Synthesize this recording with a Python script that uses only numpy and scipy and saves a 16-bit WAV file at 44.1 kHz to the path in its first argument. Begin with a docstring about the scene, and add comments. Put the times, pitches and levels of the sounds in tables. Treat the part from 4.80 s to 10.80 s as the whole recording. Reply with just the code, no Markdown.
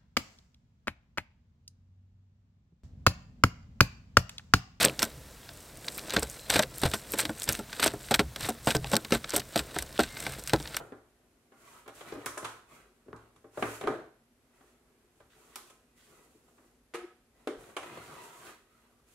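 """On a forest floor, a hand-pulled chain saw is dragged to and fro through a thin branch.
The chain rasps and rattles by friction in the cut, and its links snap over the wood. Teeth catch
and tear the fibres in short cracks, each a blow that excites the branch's damped modes. The branch
shoves and bumps the soil, and two faint squeaks sound over quiet outdoor air. One close microphone."""
import sys
import numpy as np
from scipy import signal
from scipy.io import wavfile
from scipy.ndimage import uniform_filter1d

SR = 44100
rng = np.random.default_rng(int(sys.argv[2]) if len(sys.argv) > 2 else 0)


def bounce(signal):
    """Save signal as a 16-bit WAV file at the path given by the first command-line argument."""
    frames = np.transpose(np.atleast_2d(signal))
    limited = np.clip(frames, -1, 1)
    pcm = np.round(limited * 32767).astype(np.int16)
    wavfile.write(sys.argv[1], SR, pcm)


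N = 264600

# Spectrum of cracking and rasping wood. Each row: frequency in Hz, relative density in dB.
WOOD_SPECTRUM = [(410, -21), (700, -10), (908, -7.5), (990, -10), (1560, -3.5), (1670, -4), (3090, -8.5),
                 (3890, -4.5), (7000, -22.5), (9100, -25), (15400, -120)]
# Spectrum of torn fibres and rattling links. Each row: frequency in Hz, relative density in dB.
FIZZ_SPECTRUM = [(2000, -72), (4500, -9.5), (6000, -5), (6800, -14.5), (7750, 1), (8800, -1), (9400, -7),
                 (10800, -14), (13000, -5.5), (15200, -18.5), (17000, -55)]


def amp(db):
    """Amplitude ratio of a level in decibels."""
    return 10 ** (np.asarray(db) / 20)


def unit_rms(x):
    """Normalisation to a mean power of 1."""
    return x / np.sqrt(np.mean(x ** 2) + 1e-20)


def colour(x, spectrum):
    """Spectral shaping by a minimum-phase filter of unit energy."""
    hz, db = np.transpose(spectrum)
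    bin_hz = abs(np.fft.fftfreq(8192, 1 / SR))
    log_gain = np.log(amp(np.interp(np.log(bin_hz + 1), np.log(hz + 1), db, left=-80, right=-80)))
    taps = np.fft.ifft(np.exp(np.conj(signal.hilbert(log_gain)))).real[:4096]
    return signal.oaconvolve(x, taps / np.linalg.norm(taps))[:N]


def swells(top_s, hold_s, top_db, rise_db_per_s, fall_db_per_s, rest_db):
    """Incoherent addition: gestures that climb, hold and fall add their powers to a resting level."""
    t = np.arange(0, N + 128, 128) / SR
    since = t[:, None] - top_s
    db = top_db + rise_db_per_s * np.minimum(since, 0) - fall_db_per_s * np.maximum(since - hold_s, 0)
    power = (amp(db) ** 2).sum(1) + amp(rest_db) ** 2
    return np.interp(np.arange(N) / SR, t, np.sqrt(power))


def grit(per_s, spread_db, grain_s, bed):
    """Shot-noise modulation: random bursts of uneven size roughen a steady bed of noise."""
    sizes = amp(spread_db * np.minimum(rng.exponential(1, N), 4))
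    impulses = sizes * (rng.random(N) < per_s / SR)
    bursts = signal.lfilter([1], [1, -np.exp(-1 / (grain_s * SR))], impulses)
    return unit_rms((bed + unit_rms(bursts)) * rng.standard_normal(N))


def branch_ring(force, spread_db, detune):
    """Modal response of the branch; contact point and support shift the modes, here at random."""
    # Each row: frequency in Hz, relative level in dB, 60 dB decay time in seconds.
    modes = [(133, -12.5, 0.2), (230.8, -4.5, 0.15), (315.7, 3.5, 0.062), (417, -0.5, 0.09),
             (466.4, 3, 0.033), (560, 9, 0.023), (681, 8.5, 0.025), (842, 5.5, 0.018), (1048, -3.5, 0.032),
             (1335, 1.5, 0.023)]
    t = np.arange(SR // 5) / SR
    shifts = rng.standard_normal((len(modes), 2))
    response = sum(amp(db + spread_db * louder - 60 * t / t60)
                   * np.sin(2 * np.pi * hz * (1 + detune * higher) * t)
                   for (hz, db, t60), (louder, higher) in zip(modes, shifts))
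    return signal.oaconvolve(force, response / np.linalg.norm(response))


def high_passed(x):
    """A third-order high-pass filter at 100 Hz keeps the branch's sound out of the deep bass."""
    return signal.sosfilt(signal.butter(3, 100, "high", fs=SR, output="sos"), x)


def chain_scrape():
    """Sliding friction rasps in the cut, rattles the links and drives the branch's modes."""
    # Each row: time of full speed in seconds, hold in seconds, rasp, rattle and drag gains in dB.
    pulls = [(0.0, 0.025, -25, -35.5, -37.5), (0.059, 0.0061, -45, -56, -29), (0.213, 0.017, -56, -54, -46),
             (0.767, 0.02, -65, -63, -68.5), (1.07, 0.17, -53.5, -53, -55.5), (1.307, 0.076, -42, -54, -52),
             (1.477, 0.12, -56, -56.5, -64), (1.728, .05, -34, -45.5, -41), (1.97, 0.2, -54, -52.5, -62),
             (2.3, 0.045, -52, -51, -60), (2.388, 0.036, -40, -48, -47.5), (2.597, 0.034, -50, -51, -69),
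             (2.712, .03, -41.5, -46.5, -53.5), (2.926, 0.055, -50, -55, -76),
             (3.016, 0.047, -37, -49, -50), (3.235, 0.041, -54.5, -55, -64), (3.64, 0.018, -37.5, -44, -49),
             (3.885, 0.016, -45, -45.5, -70), (4.086, 0.03, -46.5, -53.5, -56), (4.29, .15, -59, -64, -73),
             (4.532, 0.0095, -41, -54, -64), (4.742, 0.045, -48.5, -57, -62),
             (4.906, 0.081, -52, -63, -57.5), (5.155, 0.25, -51, -60, -65.5), (5.4, 0.13, -45.5, -52, -55),
             (5.66, .1, -53.5, -60, -71), (5.857, 0.19, -48.5, -58, -58.5)]
    # The rasp, rattle and drag gains between pulls, in dB.
    slack_db = [-63, -68.5, -65]
    speed_up_s, stop_s = 0.08, 0.1
    top_s, hold_s, *gains_db = np.transpose(pulls)
    envelopes = []
    for db, rest_db in zip(gains_db, slack_db):
        climb_db = np.maximum(db - rest_db, 5)
        envelopes.append(swells(top_s, hold_s, db, climb_db / speed_up_s, climb_db / stop_s, rest_db))
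    rub, shake, press = envelopes
    rasp = colour(rub * grit(per_s=170, spread_db=-2, grain_s=0.0016, bed=0.97), WOOD_SPECTRUM)
    rattle = np.zeros(N)
    for pitch in (0.93, 1, 1.07):  # three groups of loose links
        impacts = shake * grit(per_s=120, spread_db=3.5, grain_s=0.0012, bed=0.7)
        rattle += colour(impacts, np.multiply(FIZZ_SPECTRUM, [pitch, 1]))
    drag = press * grit(per_s=150, spread_db=3, grain_s=0.004, bed=1.2)
    murmur = sum(branch_ring(drag, spread_db=3, detune=0.05)[:N] for _ in range(2))
    return rasp + rattle + high_passed(murmur)


def ground_shoves():
    """The rocking branch forces the soil, giving low noise that grows and decays exponentially."""
    # Each row: time of the top in seconds, level in dB.
    shoves = [(0.0, -39), (.37, -48), (1.4, -39), (1.75, -40), (1.87, -46), (2.07, -41), (2.49, -50),
              (2.72, -48.5), (3.09, -46), (3.37, -38), (3.46, -40.5), (3.63, -37), (3.88, -48),
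              (4.02, -37.5), (4.36, -45), (4.6, -48), (4.81, -43), (5.01, -45), (5.23, -42.5), (5.5, -40.5),
              (5.76, -35)]
    # Each row: frequency in Hz, relative density in dB.
    soil_spectrum = [(15, -73), (25, -38), (59, 0.5), (102, -18.5), (130, -3), (170, -17), (290, -120)]
    top_s, db = np.transpose(shoves)
    envelope = swells(top_s, 0, db, rise_db_per_s=250, fall_db_per_s=134, rest_db=-59.5)
    return envelope * unit_rms(colour(rng.standard_normal(N), soil_spectrum))


def outdoor_air():
    """Ambient sound is stationary noise, densest at low frequencies."""
    # Each row: frequency in Hz, relative density in dB.
    air_spectrum = [(18, -68), (30, -3), (109, -9), (149, -10.5), (328, -14), (355, -15.5), (473, -20),
                    (1070, -20), (2900, -24.5), (5590, -25), (16000, -30)]
    return amp(-53) * colour(rng.standard_normal(N), air_spectrum)


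def link_snaps():
    """A link snapping over the wood is a brief impact, filtered by one broad resonance."""
    # Each row: start in seconds, peak level in dB, centre frequency in Hz.
    snaps = [(0.0154, -16, 4780), (0.0304, -7.5, 7700), (0.0445, -7, 3800), (0.0592, -11, 2760),
             (0.074, -21.5, 2840), (0.0842, -17, 2860), (0.097, -21, 2450), (0.193, -9, 3800),
             (0.973, -32, 9000), (1.0839, -16.5, 4350), (1.1792, -20, 12500), (1.194, -26, 3840),
             (1.297, -23, 4200), (1.3056, -17, 4130), (1.3656, -18, 4040), (1.395, -18.5, 8500),
             (1.499, -23, 7180), (1.595, -32, 4150), (1.7405, -15, 2750), (1.7931, -10.5, 7600),
             (1.819, -21, 4020), (1.9829, -21.5, 12400), (2.017, -22, 8900), (2.054, -18.5, 2500),
             (2.115, -23, 3900), (2.3208, -15, 12300), (2.3872, -11, 8300), (2.3975, -12, 8730),
             (2.412, -20, 8600), (2.4535, -17.5, 4040), (2.599, -20.5, 8400), (2.62, -21, 3850),
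             (2.6325, -22, 7760), (2.6406, -18.5, 7960), (2.6913, -16, 2500), (2.7247, -16, 12200),
             (2.731, -18, 8000), (2.7518, -21, 3150), (3.026, -23, 8900), (3.0606, -18, 7650),
             (3.078, -12, 3900), (3.3419, -11, 3920), (3.5607, -22, 3550), (3.6307, -22.5, 3930),
             (3.703, -25, 4370), (3.8786, -20, 7670), (3.906, -12, 3300), (3.967, -17, 4540),
             (4.0448, -24, 2670), (4.1442, -16, 4120), (4.1547, -14, 4060), (4.1665, -9.5, 4150),
             (4.2483, -25.5, 3430), (4.3223, -10, 2530), (4.5056, -16.5, 6030), (4.5556, -16.5, 3630),
             (4.562, -22, 8180), (4.597, -21, 3800), (4.7597, -13, 3900), (4.777, -14, 3620),
             (4.792, -14, 4120), (4.9867, -14.5, 8400), (5.025, -26, 3920), (5.063, -39, 6000),
             (5.127, -33, 4500), (5.1782, -23.5, 3390), (5.1937, -15, 3600), (5.209, -20, 4000),
             (5.387, -32, 8160), (5.403, -23, 8200), (5.4252, -26, 8350), (5.638, -24.5, 8100),
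             (5.675, -18, 8100), (5.696, -19.5, 2640), (5.7359, -12.5, 3800), (5.761, -25, 4000),
             (5.827, -28, 4950), (5.875, -24.5, 3900), (5.947, -33, 3390), (5.97, -26, 2520)]
    track, t = np.zeros(N + SR), np.arange(SR // 50) / SR
    envelope = np.exp(-t / 0.00025) + 0.25 * np.exp(-t / 0.0023)  # sharp click, short tail
    for start_s, db, hz in snaps:
        impact = envelope * rng.standard_normal(len(t))
        click = signal.lfilter(*signal.iirpeak(hz, Q=2.5, fs=SR), impact)
        track[round(start_s * SR):][:len(t)] += amp(db) * click / abs(click).max()
    return track[:N]


def strained(catches):
    """Strain builds before fracture: the wood creaks in a faint exponential swell up to each catch."""
    lead_in = signal.lfilter([0.006], [1, 0.006 - 1], catches[::-1])[::-1]
    return catches + amp(-16) * lead_in


def tooth_bites():
    """Fracture at each catching tooth releases a burst of splintering noise and strikes the branch."""
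    # Each row: start in seconds, crack, fizz and knock gains in dB, 60 dB burst decay in seconds.
    catches = [(0.0468, -25, -19, -37, 0.042), (.192, -33, -37, -40, 0.087),
               (0.2194, -26.5, -31, -27.5, 0.063), (.227, -32, -31, -23, 0.081),
               (0.689, -40.5, -65, -71, 0.021), (1.0434, -42, -43, -70, .024),
               (1.08, -34.5, -46, -66, 0.041), (1.18, -40.5, -56, -58, 0.074),
               (1.3361, -30, -32, -25, 0.048), (1.3633, -20.5, -29.5, -16.5, 0.034),
               (1.4233, -31.5, -28.5, -25, 0.059), (1.6969, -26, -29, -27, .13),
               (1.7377, -33, -26.5, -27.5, 0.12), (1.7563, -20.5, -37.5, -14.5, 0.045),
               (1.791, -21, -34, -16, 0.035), (1.823, -33, -25, -43, 0.029),
               (1.8289, -25.5, -40, -30, 0.032), (2.014, -38.5, -35.5, -35, 0.17),
               (2.0324, -29.5, -52, -14.5, 0.11), (2.053, -35, -39, -20, .08),
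               (2.1141, -46, -53, -36, 0.099), (2.135, -25, -25.5, -18.5, 0.062),
               (2.3353, -28.5, -35, -23.5, 0.026), (2.388, -27, -26, -32, 0.098),
               (2.4514, -31.5, -37, -30.5, 0.035), (2.492, -40, -37, -22, 0.037),
               (2.6176, -46, -34, -42, 0.03), (2.6761, -33.5, -47.5, -29.5, 0.052),
               (2.6882, -25, -27.5, -24.5, 0.06), (2.749, -33, -41, -55, 0.015),
               (2.7885, -53, -42.5, -27, 0.073), (2.9278, -36.5, -54, -42, 0.039),
               (2.9952, -26.5, -24.5, -31, 0.028), (3.026, -22.5, -18.5, -24.5, 0.064),
               (3.036, -24, -38, -27, 0.026), (3.0593, -23, -25, -14, 0.068),
               (3.1356, -59, -42, -25.5, .04), (3.2855, -37, -63, -63, 0.014),
               (3.3087, -21.5, -31, -13, 0.077), (3.3406, -19, -22, -27, 0.05),
               (3.3918, -22, -30.5, -12.5, 0.059), (3.5607, -37.5, -39, -34, 0.035),
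               (3.606, -38, -33, -48, 0.036), (3.63, -56, -47, -56, 0.06),
               (3.6486, -36.5, -45, -30.5, 0.087), (3.686, -30, -28.5, -21, 0.035),
               (3.8705, -25, -31.5, -12.5, .11), (3.907, -28.5, -32, -27, 0.053),
               (3.9478, -24, -29, -17.5, 0.05), (4.0429, -30, -57, -30, 0.0078),
               (4.1152, -36.5, -39.5, -25.5, 0.11), (4.1319, -25, -26.5, -13.5, 0.028),
               (4.165, -23.5, -23, -22.5, 0.017), (4.247, -35, -38.5, -34, 0.022),
               (4.3055, -34, -44, -34, 0.033), (4.3207, -27, -32.5, -10, 0.12),
               (4.347, -30.5, -36, -22, 0.047), (4.4422, -31, -70, -39.5, 0.017),
               (4.49, -40.5, -37, -62, 0.059), (4.5344, -35, -35, -22, .14),
               (4.562, -30, -21, -19.5, 0.026), (4.578, -34, -36, -29, 0.022),
               (4.599, -30, -27, -49, 0.019), (4.7568, -32.5, -30.5, -13, 0.12),
               (4.792, -34, -37, -26.5, 0.056), (4.942, -41, -43.5, -42, .052),
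               (4.9605, -35.5, -40, -22.5, 0.058), (4.9865, -36, -34, -35, 0.081),
               (5.022, -45, -38.5, -35, 0.028), (5.1901, -29, -36, -10.5, .14),
               (5.233, -33.5, -41, -33.5, 0.041), (5.3678, -35.5, -62, -40, 0.034),
               (5.4644, -32.5, -34.5, -24, 0.032), (5.5833, -46, -42, -34, 0.097),
               (5.6735, -45, -36, -54, 0.092), (5.694, -37, -52, -50, 0.056),
               (5.7325, -27, -34, -9.5, 0.049), (5.7987, -44, -39, -33, .033), (5.875, -45, -62, -65, .03),
               (5.9435, -31.5, -40, -36, .027), (5.966, -31, -30, -58, 0.028)]
    rise_s, blow_decay_s, chain_hz = 0.0013, 0.012, 1542
    crack, fizz, knock = np.zeros((3, N + SR))
    t = np.arange(SR // 8) / SR
    onset = 1 - np.exp(-(t / rise_s) ** 2)
    for start_s, crack_db, fizz_db, knock_db, t60 in catches:
        start = round(start_s * SR)
        burst = onset * amp(-60 * t / t60)
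        crack[start:start + len(t)] += amp(crack_db) * burst / burst.max()
        fizz[start:start + len(t)] += amp(fizz_db) * burst / burst.max()
        blow = onset * np.exp(-t / blow_decay_s) * rng.standard_normal(len(t))
        ringing = branch_ring(blow, spread_db=3, detune=0.03)
        knock[start:start + len(ringing)] += amp(knock_db) * ringing / abs(ringing).max()
    coarse_grit = grit(per_s=800, spread_db=3, grain_s=0.0011, bed=0.73)
    fine_grit = grit(per_s=700, spread_db=5, grain_s=0.00061, bed=0.25)
    tearing = colour(strained(crack[:N]) * coarse_grit, WOOD_SPECTRUM)
    fibres = colour(strained(fizz[:N]) * fine_grit, FIZZ_SPECTRUM)
    # The tearing drives a narrow resonance of the taut chain.
    singing = amp(1) * signal.lfilter(*signal.iirpeak(chain_hz, Q=45, fs=SR), tearing)
    return tearing + singing + fibres + high_passed(knock[:N])


def squeaks():
    """Random frequency modulation makes each thin, faint tone waver."""
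    # Each row: start and end in seconds, pitch in Hz, rms level in dB, waver as a fraction of pitch.
    tones = [(1.59, 1.685, 4100, -59, .008), (5.29, 5.56, 2100, -55, .02)]
    fade_s = 0.012
    track, t = np.zeros(N), np.arange(N) / SR
    for start_s, end_s, hz, db, depth in tones:
        waver = 1 + depth * unit_rms(uniform_filter1d(rng.standard_normal(N), size=500))
        fade = np.clip(np.minimum(t - start_s, end_s - t) / fade_s, 0, 1)
        track += amp(db) * np.sqrt(2) * fade * np.sin(2 * np.pi * np.cumsum(hz * waver) / SR)
    return track


def soil_thuds():
    """Each bump of the branch on the soil excites two low modes into damped free vibration."""
    # Each row: start in seconds, peak level in dB.
    bumps = [(2.032, -26), (2.054, -18.5), (2.689, -25.5), (3.965, -25), (3.996, -30)]
    # Each row: frequency in Hz, relative level in dB, 60 dB decay time in seconds.
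    modes = [(81, -1.5, .17), (133, 1, 0.092)]
    impulses, t = np.zeros(N), np.arange(SR // 4) / SR
    response = sum(amp(db - 60 * t / t60) * -np.sin(2 * np.pi * hz * t) for hz, db, t60 in modes)
    start_s, peak_db = np.transpose(bumps)
    impulses[np.round(start_s * SR).astype(int)] = amp(peak_db)
    return signal.oaconvolve(impulses, response / abs(response).max())[:N]


def scene():
    """The sources superpose at one microphone, which feeds both channels."""
    sawing = chain_scrape() + link_snaps() + tooth_bites() + squeaks()
    return np.tile(sawing + ground_shoves() + soil_thuds() + outdoor_air(), (2, 1))


def record(dry):
    """Faint hiss enters the two channels in antiphase, and a low-pass filter limits the band."""
    # Each row: frequency in Hz, relative density in dB.
    hiss_spectrum = [(12, -32), (20, -10), (513, -8.5), (2460, -19), (5380, -9.5), (14700, -6.5),
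                     (16000, -11)]
    hiss = amp(-67) * colour(rng.standard_normal(N), hiss_spectrum)
    low_pass = signal.firwin(511, cutoff=16400, window=("kaiser", 13), fs=SR)
    return signal.oaconvolve(dry + [hiss, -hiss], low_pass[None], "same")


dry = scene()
out = record(dry)
bounce(out)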